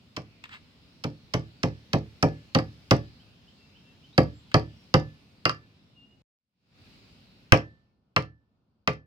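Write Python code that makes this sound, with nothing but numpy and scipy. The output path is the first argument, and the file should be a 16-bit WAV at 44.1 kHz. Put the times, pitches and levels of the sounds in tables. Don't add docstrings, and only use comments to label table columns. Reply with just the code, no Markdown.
import sys
import numpy as np
from scipy import signal
from scipy.fft import rfft, irfft, next_fast_len
from scipy.io import wavfile
from scipy.ndimage import uniform_filter1d

SR = 44100
rng = np.random.default_rng(int(sys.argv[2]) if len(sys.argv) > 2 else 0)


def put_to_file(sound):
    columns = np.atleast_2d(sound).T
    safe = np.clip(columns, -1, 1)
    whole_steps = np.round(safe * 32767)
    wavfile.write(sys.argv[1], SR, whole_steps.astype(np.int16))


N = 399546
TIME = np.arange(N) / SR
TAIL = np.arange(SR * 2 // 5) / SR

# start_s, force_db, slide_s, plank_over_force_db, bench_over_force_db
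BLOWS = [(0.1646, -45, 0.0074, 6, 4.5), (1.0379, -43.5, 0.0081, 10.5, 12),
         (1.337, -37.5, 0.00602, 8.5, 11.5), (1.6312, -38, 0.0064, 11.5, 13),
         (1.9314, -37, 0.006, 12.5, 14.5), (2.2263, -35, 0.0027, 14.5, 14), (2.548, -33, 0.0043, 12, 11.5),
         (2.5873, -44.5, 0.0011, 5, 1), (2.9096, -30.5, .0025, 11.5, 12.5), (4.1783, -32, 0.0026, 15, 14),
         (4.5424, -31, .0009, 11, 12.5), (4.9403, -31, 0.001, 11, 13), (5.4542, -31.5, 0.00081, 2.5, 0),
         (5.4937, -40, 0.0015, -6.5, -9), (7.5212, -23, 0.0014, 6.5, 2), (8.1626, -32, .0011, 3, 4.5),
         (8.8746, -34.5, 0.00097, 5, 4)]
# start_s, level_db
TOUCHES = [(0.4392, -47.5), (0.4547, -55.5), (.4925, -57.5), (4.516, -53)]
# pitch_hz, level_db, t60_s
NAIL_MODES = [(4300, -7, .012), (4710, -1, .014), (4870, 0, .01), (5050, -2, .012), (5500, -9, .012),
              (8100, -23, .02)]
HAMMER_MODES = [(2465, -2, .025), (2684, 2, .05), (3114, 7, 0.033), (3280, -2, 0.02), (4300, -8.5, 0.012)]
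CLACK_MODES = [(1024, -1.5, 0.079), (1151, 2, 0.088), (1199, 0.5, .1), (1300, 7.5, 0.037),
               (1462, -12.5, 0.085), (1655, -5.5, 0.045), (1740, -15.5, 0.37), (1960, -8.5, 0.027),
               (2220, -8, 0.017)]
CLANK_MODES = [(1194, 1.5, 0.092), (1240, -4, .1), (1328, 3, 0.079), (1650, -10, 0.063), (2780, -4, .07)]
PLANK_MODES = [(210, -14.5, 0.3), (255, -0.5, 0.16), (279.7, -7.5, 0.2), (294.4, -1, 0.23),
               (327.4, -5, 0.27), (427.3, -1, 0.18), (463.4, -4.5, 0.21), (522, 4.5, 0.15),
               (570.5, -3.5, 0.22), (617, 3.5, 0.078), (696, -1, 0.14), (768, -2, 0.17), (850, -8, 0.096),
               (951, -10.5, 0.16)]
BENCH_MODES = [(74, -16, 0.44), (109.4, -5.5, 0.32), (124.3, 5.5, 0.15), (152.7, -3.5, 0.26),
               (161.2, -0.5, 0.17)]
NEARBY_STEEL_MODES = [(1319, -8, .8), (1776, 0, .95)]
# frequency_hz, level_db
NAIL_NOISE = [(400, -32.5), (700, -5.5), (1800, -6), (3000, -9.5), (4100, -3), (4900, -1.5), (5600, -1.5),
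              (6500, -13), (9000, -21), (12000, -27.5), (16000, -29.5)]
HAMMER_NOISE = [(1700, -31.5), (2300, 8.5), (3000, 0), (3700, -7), (4600, -30.5)]
CLACK_NOISE = [(700, -26.5), (1050, 4), (2100, 7.5), (2800, -39.5)]
PLANK_NOISE = [(120, -31.5), (220, 12.5), (900, 6.5), (1400, -44.5)]
RUB_NOISE = [(400, -22), (1000, 3.5), (1800, 10), (3500, 2), (5200, -12.5), (6500, -23), (8100, -14),
             (9000, -36), (16000, -24.5)]
# frequency_hz, t60_s
SHED_DECAY = [(100, .3), (300, .26), (700, .19), (2000, .17), (5000, .18), (9000, .14), (15000, .1)]
# frequency_hz, level_db
SHED_ECHO = [(100, -12.5), (300, -9.5), (700, -11.5), (1500, -11), (3000, -8.5), (5000, -10), (8000, -10.5),
             (11000, -12), (15000, -17)]
# frequency_hz, left_over_right_db
PORT_BALANCE = [(60, -1.5), (200, -1.5), (500, 0.46), (1300, -1), (2600, 3.5), (3500, -6), (4700, -12),
                (6000, -10.5), (8100, -4), (15000, -1.5)]
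# frequency_hz, left_lead_rad
PORT_PHASE = [(100, -0.4), (250, -.5), (500, -0.48), (1200, -1.48), (1900, -2.5), (2200, -2), (2600, -4.5),
              (3100, -4.5), (5000, -6.5), (7000, -13), (11500, -14.5), (16000, -24)]
# frequency_hz, correlation
STEREO_LIKENESS = [(60, 0.67), (290, 0.99), (640, 0.25), (1400, 0), (15000, 0.12)]
# start_s, deaf_s, swing_hz, swing_db, t60_s
OVERLOAD = [(7.524, 0.0072, 109.1, -1.5, .075)]
# start_s, starting_pitch_hz, level_db
CHIRPS = [(3.189, 2710, -59), (3.467, 2670, -58), (3.745, 2660, -57.5), (4.026, 2610, -57),
          (4.12, 3310, -57)]
# start_s, pitch_hz, level_db
WHISTLES = [(3.32, 3190, -78), (3.57, 2760, -63.5), (3.83, 2760, -62), (4.32, 7600, -71.5),
            (4.74, 5640, -67.5), (5.95, 2864, -53), (6.06, 2924, -65.5)]
# frequency_hz, level_db
RUMBLE_SPECTRUM = [(15, -42.5), (25, -10), (27, -25), (50, -6.5), (95, -0.5), (148, -2), (195, -1.5),
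                   (275, -5), (310, -11.5), (1500, -24.5), (1950, -52.5), (3300, -120)]
HISS_SPECTRUM = [(700, -27), (1200, -10.5), (1900, -7), (2700, -1), (3300, -4), (4100, -2.5), (5100, -5.5),
                 (6000, -15.5), (7700, -20.5), (10000, -26), (16000, -27.5)]
# time_s, level_db
BACKGROUND_LEVEL = [(0, -0.5), (3, 2), (3.4, 0), (5, 1), (6.2, -4), (6.9, 2), (7.5, -0.5), (8, -12.5),
                    (9.06, -13.5)]

NAIL_DB, HAMMER_DB, CLACK_DB = -0.5, 0, 8
CLACK_LOSS_DB_PER_S = 851
CLANK_DB, CLANK_KNEE_DB, CLANK_LOSS = -3, 2.5, 6.2
RASP_SLIDE_S = .0028
HOME_S = 6.5
HOME_SHIFT_DB, HOME_RASP_DB = 3.5, 13
REBOUND_S, REBOUND_SCATTER_S, REBOUND_DB = .058, .004, -30
OUTSIDE_DB = -9.5
BIRDS_DB, RUMBLE_DB, HISS_DB = 2.5, -49.5, -55


def blow(force_db, slide_s, plank_db, bench_db, home, vary_db=1.7):
    rasp = puff(NAIL_NOISE, t60=.014, hold=.55 * slide_s + .001)
    rasp_gain = slide_s / RASP_SLIDE_S * amp(home * HOME_RASP_DB)
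    nail = ring(NAIL_MODES, vary_db, detune=.006) + rasp_gain * rasp
    hammer = ring(HAMMER_MODES, vary_db, detune=.0066)
    hammer += amp(4) * puff(HAMMER_NOISE, t60=.02, hold=slide_s)
    clack = ring(CLACK_MODES, vary_db, detune=.008) + amp(-.5) * puff(CLACK_NOISE, t60=.051)
    plank = ring(PLANK_MODES, vary_db, detune=.0074, tilt_db=2.22 - 1500 * slide_s)
    plank += amp(-1.5) * puff(PLANK_NOISE, t60=.11)
    bench = ring(BENCH_MODES, scatter_db=1.1, detune=.008, phase_scatter=.25)
    clank = ring(CLANK_MODES, vary_db, detune=.003)
    clack_db = CLACK_DB - CLACK_LOSS_DB_PER_S * slide_s
    clank_db = clack_db + CLANK_DB - CLANK_LOSS * max(0, plank_db - CLANK_KNEE_DB)
    return amp(force_db) * (
        amp(NAIL_DB - home * HOME_SHIFT_DB) * loaded(nail, 0, rise_s=.000085)
        + amp(HAMMER_DB + home * HOME_SHIFT_DB) * loaded(hammer, 0, rise_s=.00042)
        + amp(clack_db) * loaded(clack, .42 * slide_s, rise_s=.001)
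        + amp(clank_db) * loaded(clank, slide_s, rise_s=.0006)
        + amp(plank_db) * loaded(plank, .95 * slide_s, rise_s=.0022)
        + amp(bench_db) * loaded(bench, slide_s + .0027, rise_s=.007))


def hammering(walls, change_rad=.6, sing_db=-43):
    track = np.zeros((2, N))
    for start_s, force_db, slide_s, plank_db, bench_db in BLOWS:
        echo = np.cos(change_rad) * walls + np.sin(change_rad) * shed_echo()
        strike = blow(force_db, slide_s, plank_db, bench_db, home=start_s > HOME_S)
        add(track, start_s, in_shed(strike, echo))
        tick = amp(force_db + REBOUND_DB) * puff(NAIL_NOISE, t60=.008)
        tick_s = start_s + REBOUND_S + REBOUND_SCATTER_S * rng.standard_normal()
        add(track, tick_s, in_shed(tick, echo))
        sing = ring(NEARBY_STEEL_MODES, scatter_db=1.5, detune=0, t=np.arange(SR) / SR)
        add(track, start_s, amp(force_db + sing_db - CLACK_LOSS_DB_PER_S * slide_s) * sing)
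    return track


def ring(modes, scatter_db, detune, phase_scatter=1.95, tilt_db=0, t=TAIL):
    hz, db, t60 = np.transpose(modes)[:, :, None]
    level, shift, phase = rng.standard_normal((3, len(modes), 1))
    gain = amp(db + scatter_db * level + tilt_db * np.log2(hz / hz[0]) - 60 * t / t60)
    tones = np.sin(2 * np.pi * hz * (1 + detune * shift) * t + phase_scatter * phase)
    return burst(np.sum(gain * tones, axis=0))


def puff(spectrum, t60, hold=0):
    return burst(noise(spectrum, len(TAIL)) * amp(-60 * np.maximum(TAIL - hold, 0) / t60))


def loaded(sound, delay_s, rise_s):
    rising = sound * (1 - np.exp(-TAIL / rise_s))
    late = np.pad(rising, (max(round(delay_s * SR), 0), 0))
    return burst(late[:len(TAIL)])


def aiming(walls, rub_middle_s=.54, rub_half_s=.028, rub_db=-43.5):
    swell = np.exp(-((TIME - rub_middle_s) / rub_half_s) ** 2)
    track = amp(rub_db) * swell * noise(RUB_NOISE, N)
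    for start_s, db in TOUCHES:
        add(track, start_s, amp(db) * puff(RUB_NOISE, t60=.03))
    return in_shed(track, walls)


def shed_echo(first_wall_s=.004):
    hz, t, bands = signal.stft(rng.standard_normal((2, len(TAIL))), SR, nperseg=256)
    decay = amp(-60 * t / along(SHED_DECAY, hz)[:, None])
    energy = np.sum(decay ** 2, axis=1, keepdims=True) * SR * t[1]
    decay *= amp(along(SHED_ECHO, hz))[:, None] / np.sqrt(energy)
    tail = signal.istft(bands * decay, SR, nperseg=256)[1]
    late = np.pad(tail, ((0, 0), (round(first_wall_s * SR), 0)))
    return spread(late[:, :len(TAIL)])


def in_shed(sound, echo):
    direct = filtered(sound, lambda hz: np.array([np.exp(1j * along(PORT_PHASE, hz)), np.ones_like(hz)]))
    reflected = signal.fftconvolve(sound[None], echo, axes=1)[:, :len(sound)]
    lean = np.array([[.5], [-.5]])
    balance = lambda hz: amp(lean * along(PORT_BALANCE, hz))
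    room_gain = lambda hz: np.hypot(1, amp(along(SHED_ECHO, hz)))
    return filtered(direct + reflected, lambda hz: balance(hz) / room_gain(hz))


def birds(echo_db=-2, t60=.23):
    song = np.zeros(N)
    for start_s, hz, db in CHIRPS:
        add(song, start_s, amp(db) * bird_note(hz, length_s=.043, rise=.19, arch=.077))
    for start_s, hz, db in WHISTLES:
        add(song, start_s, amp(db) * bird_note(hz, length_s=.12, rise=0, arch=-.022))
    trees = rng.standard_normal((2, len(TAIL))) * amp(-60 * TAIL / t60)
    echo = signal.fftconvolve(song[None], trees / np.linalg.norm(trees[0]), axes=1)[:, :N]
    return amp(BIRDS_DB) * (song + amp(echo_db) * echo)


def bird_note(hz, length_s, rise, arch):
    progress = np.linspace(0, 1, round(length_s * SR))
    arc = np.sin(np.pi * progress)
    pitch = hz * (1 + rise * progress + arch * arc)
    return unit(arc * np.sin(2 * np.pi * np.cumsum(pitch) / SR))


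def air(patchy_db=1.5, hiss_swing=2):
    level_db = np.interp(TIME, *np.transpose(BACKGROUND_LEVEL))
    rumble = spread(np.array([noise(RUMBLE_SPECTRUM, N) for _ in range(2)]))
    bands = signal.stft(np.array([noise(HISS_SPECTRUM, N) for _ in range(2)]), nperseg=512)[2]
    patches = uniform_filter1d(rng.standard_normal(bands.shape[1:]), size=7, axis=0)
    patches = uniform_filter1d(patches, size=30, axis=1)
    hiss = signal.istft(bands * amp(patchy_db * unit(patches)), nperseg=512)[1][:, :N]
    return amp(RUMBLE_DB + level_db) * unit(rumble) + amp(HISS_DB + hiss_swing * level_db) * unit(hiss)


def outside_gain(cut_s=6.22, whole_s=6.79, return_db_per_s=103):
    dip_db = return_db_per_s * np.minimum(TIME - whole_s, 0) * (TIME > cut_s)
    return amp(OUTSIDE_DB + dip_db)


def overdriven(stereo):
    left, right = stereo
    for start_s, deaf_s, hz, db, t60 in OVERLOAD:
        t = np.maximum(TIME - start_s, 0)
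        deafness = (1 - np.exp(-t / .0004)) * np.exp(-(t / deaf_s) ** 2)
        swing = amp(db - 60 * t / t60) * np.sin(2 * np.pi * hz * t)
        right = right * (1 - deafness) + swing
    return np.array([left, right])


def amp(db):
    return 10 ** (np.asarray(db) / 20)


def unit(x):
    return x / np.sqrt(np.mean(x ** 2) + 1e-20)


def burst(x):
    return x * np.sqrt(SR / 20 / (np.sum(x ** 2) + 1e-20))


def along(points, hz):
    point_hz, values = np.transpose(points)
    return np.interp(np.log(hz + 1), np.log(point_hz), values)


def filtered(x, response):
    size = x.shape[-1]
    padded = next_fast_len(size + 2048)
    return irfft(rfft(x, padded) * response(np.fft.rfftfreq(padded, 1 / SR)), padded)[..., :size]


def noise(spectrum, size):
    return unit(filtered(rng.standard_normal(size), lambda hz: amp(along(spectrum, hz))))


def spread(pair):
    turn = lambda hz: np.arccos(np.clip(along(STEREO_LIKENESS, hz), -1, 1)) / 2
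    mid, side = filtered(pair, lambda hz: np.array([np.cos(turn(hz)), np.sin(turn(hz))]))
    return np.array([mid + side, mid - side])


def add(track, start_s, sound):
    start = max(round(start_s * SR), 0)
    track[..., start:start + sound.shape[-1]] += sound[..., :N - start]


def scene():
    walls = shed_echo()
    return hammering(walls) + aiming(walls) + (air() + birds()) * outside_gain()


def record(dry):
    low_cut_hz, top_hz = 38, 16400
    ceiling, hardness = .88, 6
    low_cut = signal.butter(2, low_cut_hz, "high", fs=SR, output="sos")
    picked_up = overdriven(signal.sosfilt(low_cut, dry))
    rounded = picked_up / (1 + np.abs(picked_up / ceiling) ** hardness) ** (1 / hardness)
    return filtered(rounded, lambda hz: 1 / (1 + (hz / top_hz) ** 120))


dry = scene()
out = record(dry)
put_to_file(out)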